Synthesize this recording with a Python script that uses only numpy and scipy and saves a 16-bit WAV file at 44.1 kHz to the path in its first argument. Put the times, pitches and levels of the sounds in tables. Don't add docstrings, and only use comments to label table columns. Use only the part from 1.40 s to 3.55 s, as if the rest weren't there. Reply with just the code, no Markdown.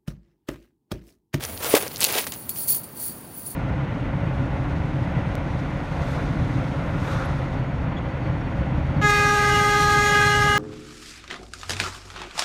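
import sys
import numpy as np
from scipy import signal
from scipy.fft import rfft, irfft, next_fast_len
from scipy.io import wavfile
from scipy.ndimage import map_coordinates

SR = 44100
rng = np.random.default_rng(int(sys.argv[2]) if len(sys.argv) > 2 else 0)


def generate_wav(sig):
    pcm = np.round(np.clip(np.atleast_2d(sig).T, -1, 1) * 32767).astype(np.int16)
    wavfile.write(sys.argv[1], SR, pcm)


def boost(x):
    u = np.asarray(x, float) / 20
    return 10 ** u


N = 94815
TOP_HZ = 15800


def unit(x):
    return x / np.sqrt(np.mean(x ** 2) + 1e-20)


def coloured(x, points):
    m = 2 * next_fast_len(N // 2 + 4096)
    hz, db = np.transpose(points)
    log_hz = np.log(np.fft.rfftfreq(m, 1 / SR) + 1)
    log_gain = np.interp(log_hz, np.log(hz), db) * np.log(10) / 20
    cepstrum = irfft(log_gain, m)
    cepstrum[1:m // 2] *= 2
    cepstrum[m // 2 + 1:] = 0
    return irfft(rfft(x, m) * np.exp(rfft(cepstrum)), m)[:N]


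def wobble(rate):
    knots = rng.standard_normal(int(N * rate / SR) + 4)
    return map_coordinates(knots, [np.arange(N) * rate / SR])


def swell(start, rise, hold, release):
    t = np.arange(N) / SR - start
    up = np.clip(t / rise, 0, 1) ** 1.5
    return up * np.exp(-np.log(10) * np.clip(t - rise - hold, 0, None) / release)


def damped_modes(start_s, hz, gain, t60, size, attack_s=.0001):
    t = np.arange(size) / SR
    decay = boost(-60 * t / t60[:, None])
    attack = 1 - np.exp(-t / attack_s)
    rows = gain[:, None] * decay * attack * np.sin(2 * np.pi * hz[:, None] * t)
    at = np.round(start_s * SR).astype(int)[:, None] + np.arange(size)
    return np.bincount(at.ravel(), rows.ravel(), N + size)[:N]


def contacts(per_s, spread_db):
    count = int(per_s * N / SR)
    at = rng.uniform(0, N - 1, count).astype(int)
    size = boost(spread_db * rng.standard_normal(count))
    return at, size * rng.choice([-1, 1], count)


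# frequency in Hz, relative density in dB per Hz.
AIR_SPECTRUM = [(15, -65), (30, -24), (100, -4), (145, -3), (270, -6), (450, -13), (900, -16), (1950, -25),
                (9000, -39), (12000, -80)]
AIR_DB = -42
HUM_HZ, HUM_HALF_WIDTH_HZ = 84.4, 12
HUM_START_DB, HUM_FADE_DB_PER_S = -43.5, 14


def air():
    m = next_fast_len(N)
    resonance = 1 / (1 + ((np.fft.rfftfreq(m, 1 / SR) - HUM_HZ) / HUM_HALF_WIDTH_HZ) ** 2)
    hum = unit(irfft(rfft(rng.standard_normal(m)) * resonance, m)[:N])
    hum = hum * boost(HUM_START_DB - HUM_FADE_DB_PER_S * np.arange(N) / SR)
    rumble = unit(coloured(rng.standard_normal(N), AIR_SPECTRUM))
    return hum + boost(AIR_DB + .9 * wobble(6.2)) * rumble


YARD_DB, YARD_T60_S = -17.5, 0.082


def yard(near):
    t = np.arange(SR // 5) / SR
    tail = rng.standard_normal(len(t)) * boost(-60 * t / YARD_T60_S) * (t > .002)
    tail = tail / np.linalg.norm(tail)
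    return boost(YARD_DB) * signal.fftconvolve(near, tail)[:N]


# start in seconds, relative level in dB.
KNOCKS = [(.2445, -19), (.3393, 5), (0.3562, -16), (.429, -20.5), (.7555, -15), (.764, -15)]
# frequency in Hz, relative level in dB, decay by 60 dB in seconds.
PANEL_MODES = [(312.4, -12, 0.11), (432, 4.5, 0.022), (547, -7, .025), (790, -16.5, 0.056),
               (1100, -14.5, 0.038), (2060, -20, .02)]
# frequency in Hz, gain in dB.
PANEL_BASS_LOSS = [(30, -24), (120, -6), (230, -4), (330, 0)]


def thumps():
    rows = [(s, hz, knock_db + mode_db, t60)
            for s, knock_db in KNOCKS for hz, mode_db, t60 in PANEL_MODES]
    s, hz, db, t60 = np.transpose(rows)
    ringing = damped_modes(s, hz, boost(db - 4.5), t60, size=4000, attack_s=0.0011)
    return coloured(-ringing, PANEL_BASS_LOSS)


# start in seconds, rise in seconds, hold in seconds,
# level of the scrape band in dB, scrape pitch in Hz.
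STROKES = [(0, .01, .045, -41, 2000), (.06, .02, .14, -50, 1500), (0.199, 0.044, .045, -37, 1500),
           (0.294, .015, 0.036, -32, 2500), (.346, .005, .005, -27, 1800), (.362, .004, .01, -34.5, 1200),
           (.398, .01, .065, -43, 1500), (.495, .01, .09, -48, 2500), (.592, .03, .011, -27, 3800),
           (0.637, .005, .014, -28.5, 3500), (.66, .03, .045, -35, 2200), (.725, 0.028, .035, -30, 2400),
           (.80, 0.0055, .035, -41, 2500), (0.865, .002, .01, -40, 2600), (0.918, .002, .022, -44, 2500),
           (1.158, .003, 0.023, -47, 4500)]
# frequency in Hz, relative level in dB.
CARD_DRUMMING = [(180, -32.5), (300, -6.5), (450, 0.5), (650, -1.5), (1000, -7), (1800, -17)]
SCRAPES_PER_S, SCRAPE_SPREAD_DB, SCRAPE_HISS = 2500, 4.5, .9
SCRAPE_OCTAVES, SCRAPE_SKIRT_DB = .85, -20
STROKE_RELEASE_S = .028
DRUM_DB, DRUM_DB_PER_OCTAVE, DRUM_PIVOT_HZ = 3.5, -9, 2000


def scrape():
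    at, size = contacts(SCRAPES_PER_S, SCRAPE_SPREAD_DB)
    grains = unit(np.bincount(at, size, N))
    hiss = SCRAPE_HISS * rng.standard_normal(N)
    rub = boost(2.4 * wobble(120)) * (grains + hiss)
    drum = unit(coloured(rub, CARD_DRUMMING))
    out = np.zeros(N)
    m = 2 ** 14
    f = np.fft.rfftfreq(m, 1 / SR) + 1
    for s, rise, hold, db, hz in STROKES:
        span = slice(int(s * SR), int(s * SR) + m)
        peak = np.exp(-.5 * (np.log2(f / hz) / SCRAPE_OCTAVES) ** 2)
        skirt = boost(SCRAPE_SKIRT_DB) * f ** 2 / (f ** 2 + hz ** 2)
        rasp = unit(irfft(rfft(rub[span]) * (peak + skirt), m))
        drum_db = DRUM_DB + DRUM_DB_PER_OCTAVE * np.log2(hz / DRUM_PIVOT_HZ)
        stroke = boost(db) * swell(s, rise, hold, STROKE_RELEASE_S)[span]
        out[span] += stroke * (rasp + boost(drum_db) * drum[span])
    return out


# start in seconds, peak in dB, centre frequency in Hz.
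SNAPS = [(.0358, -19, 12000), (0.0383, -15, 4500), (.0512, -13, 6960), (.176, -21.5, 3970),
         (.239, -13, 11000), (0.2454, -10.5, 2930), (.352, -13, 2500), (.3541, -2.5, 2080),
         (.4248, -17, 1500), (.471, -22, 2500), (0.4795, -20, 5500), (.5175, -29, 4500), (0.56, -16, 4200),
         (.570, -20, 4000), (.5805, -19, 11000), (.588, -23, 13000), (.595, -22, 2000), (0.6059, -6, 9100),
         (0.6122, -11, 4970), (0.6194, -9, 4500), (0.6254, -7.5, 4000), (0.6316, -7, 3570),
         (.6398, -11, 10000), (.642, -6, 4000), (.6427, 0.5, 10000), (0.6487, -3.5, 4700),
         (0.7253, -12, 11100), (.734, -16, 3400), (0.784, -13, 8100), (0.814, -18, 6000), (.868, -14, 1500),
         (.872, -19, 6000), (0.9216, -15, 4000), (.939, -21, 6000), (1.0934, -8, 13000),
         (1.0966, -10, 12000), (1.16, -24, 4200), (1.3455, -14, 9450)]
SNAP_T60_S = .0038


def snags():
    out = np.zeros(N + SR)
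    t = np.arange(800) / SR
    f = np.fft.rfftfreq(len(t), 1 / SR) + 1
    shape = boost(-60 * t / SNAP_T60_S) * (1 - np.exp(-t / .0002))
    for s, db, hz in SNAPS:
        tone = .35 + np.exp(-(np.log(f / hz) / 0.41) ** 2)
        noise = rfft(rng.standard_normal(len(t)))
        burst = shape * irfft(noise * tone * (f > 900), len(t))
        out[round(s * SR):][:len(t)] += boost(db) * burst / np.abs(burst).max()
    return out[:N]


# start in seconds, rise in seconds,
# hold in seconds, release in seconds per 20 dB, relative level in dB.
SHAKES = [(0, 0.034, 0.12, 2.3, -40.5), (0.198, .1, .06, 0.14, -28), (0.598, 0.019, 0.036, 0.17, -28),
          (0.672, .08, .04, 0.17, -29.5), (.86, .01, 0.11, 0.3, -41), (1.084, 0.008, 0.016, 0.04, -30.5),
          (1.11, 0.07, 0.046, 0.15, -29), (1.268, .014, .042, 0.04, -18.5), (1.338, 0.007, 0.016, .05, -23),
          (1.432, .002, .004, .025, -32), (1.53, 0.075, 0.07, .1, -29.5), (1.885, .08, .05, .2, -40),
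          (2.045, .012, 0.02, 0.05, -33), (2.095, 0.006, 0.018, .05, -35)]
# typical frequency in Hz, scatter from ring to ring as a share,
# relative level in dB, typical decay by 60 dB in seconds.
RING_MODES = [(4500, .03, -14, .06), (9750, .035, -.4, .04), (12000, 0.076, -10, 0.017),
              (14850, .03, 1.2, .045)]
# start in seconds, frequency in Hz, level in dB,
# decay by 60 dB in seconds.
SINGING_RINGS = [(.4245, 10300, -14, .012), (1.938, 9940, -38, 0.15), (1.975, 14750, -30, 0.12),
                 (2.064, 9830, -27, 0.089), (2.067, 10150, -30, 0.074), (2.1, 9100, -33, .1)]
# frequency in Hz, gain in dB.
TICK_SPECTRUM = [(1500, -30), (3500, -21), (8000, -12), (10000, -5), (15500, -4)]
REST_DB = -46
CONTACTS_PER_S, CONTACT_SPREAD_DB = 2200, 3.8
RINGING_DB, TICK_DB, SLIDE_SHARE = -2.5, -3, 1.2


def jingle():
    power = boost(2 * REST_DB)
    for *shape, db in SHAKES:
        power = power + (boost(db) * swell(*shape)) ** 2
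    shake = np.sqrt(power)
    at, size = contacts(CONTACTS_PER_S, CONTACT_SPREAD_DB)
    family = rng.integers(len(RING_MODES), size=len(at))
    hz, scatter, db, t60 = np.array(RING_MODES)[family].T
    hz = hz * np.exp(scatter * rng.standard_normal(len(at)))
    hz = TOP_HZ - np.abs(TOP_HZ - hz)
    t60 = t60 * np.exp(0.35 * rng.standard_normal(len(at)))
    gain = size * boost(db)
    gain = gain / np.sqrt(np.sum(gain ** 2 * t60) * SR / (4 * np.log(1000) * N))
    gain = gain * shake[at] * boost(RINGING_DB)
    ringing = damped_modes(at / SR, hz, gain, t60, size=1000)
    slide = SLIDE_SHARE * rng.standard_normal(N)
    ticks = unit(coloured(unit(np.bincount(at, size, N)) + slide, TICK_SPECTRUM))
    s, single_hz, single_db, single_t60 = np.transpose(SINGING_RINGS)
    singles = damped_modes(s, single_hz, boost(single_db), single_t60, size=4000, attack_s=0.00092)
    return ringing + boost(TICK_DB) * shake * ticks + singles


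def scene():
    near = jingle() + scrape() + snags() + thumps()
    return (near + yard(near) + air())[None]


def low_pass(x):
    return signal.sosfilt(signal.butter(12, 16820, fs=SR, output="sos"), x)


def record(dry):
    m = next_fast_len(N)
    in_band = np.fft.rfftfreq(m, 1 / SR) < TOP_HZ
    x = irfft(rfft(dry, m, axis=1) * in_band, m, axis=1)[:, :N]
    x = x / (1 + np.abs(x) ** 8) ** (1 / 8)
    return low_pass(x)


dry = scene()
out = record(dry)
generate_wav(out)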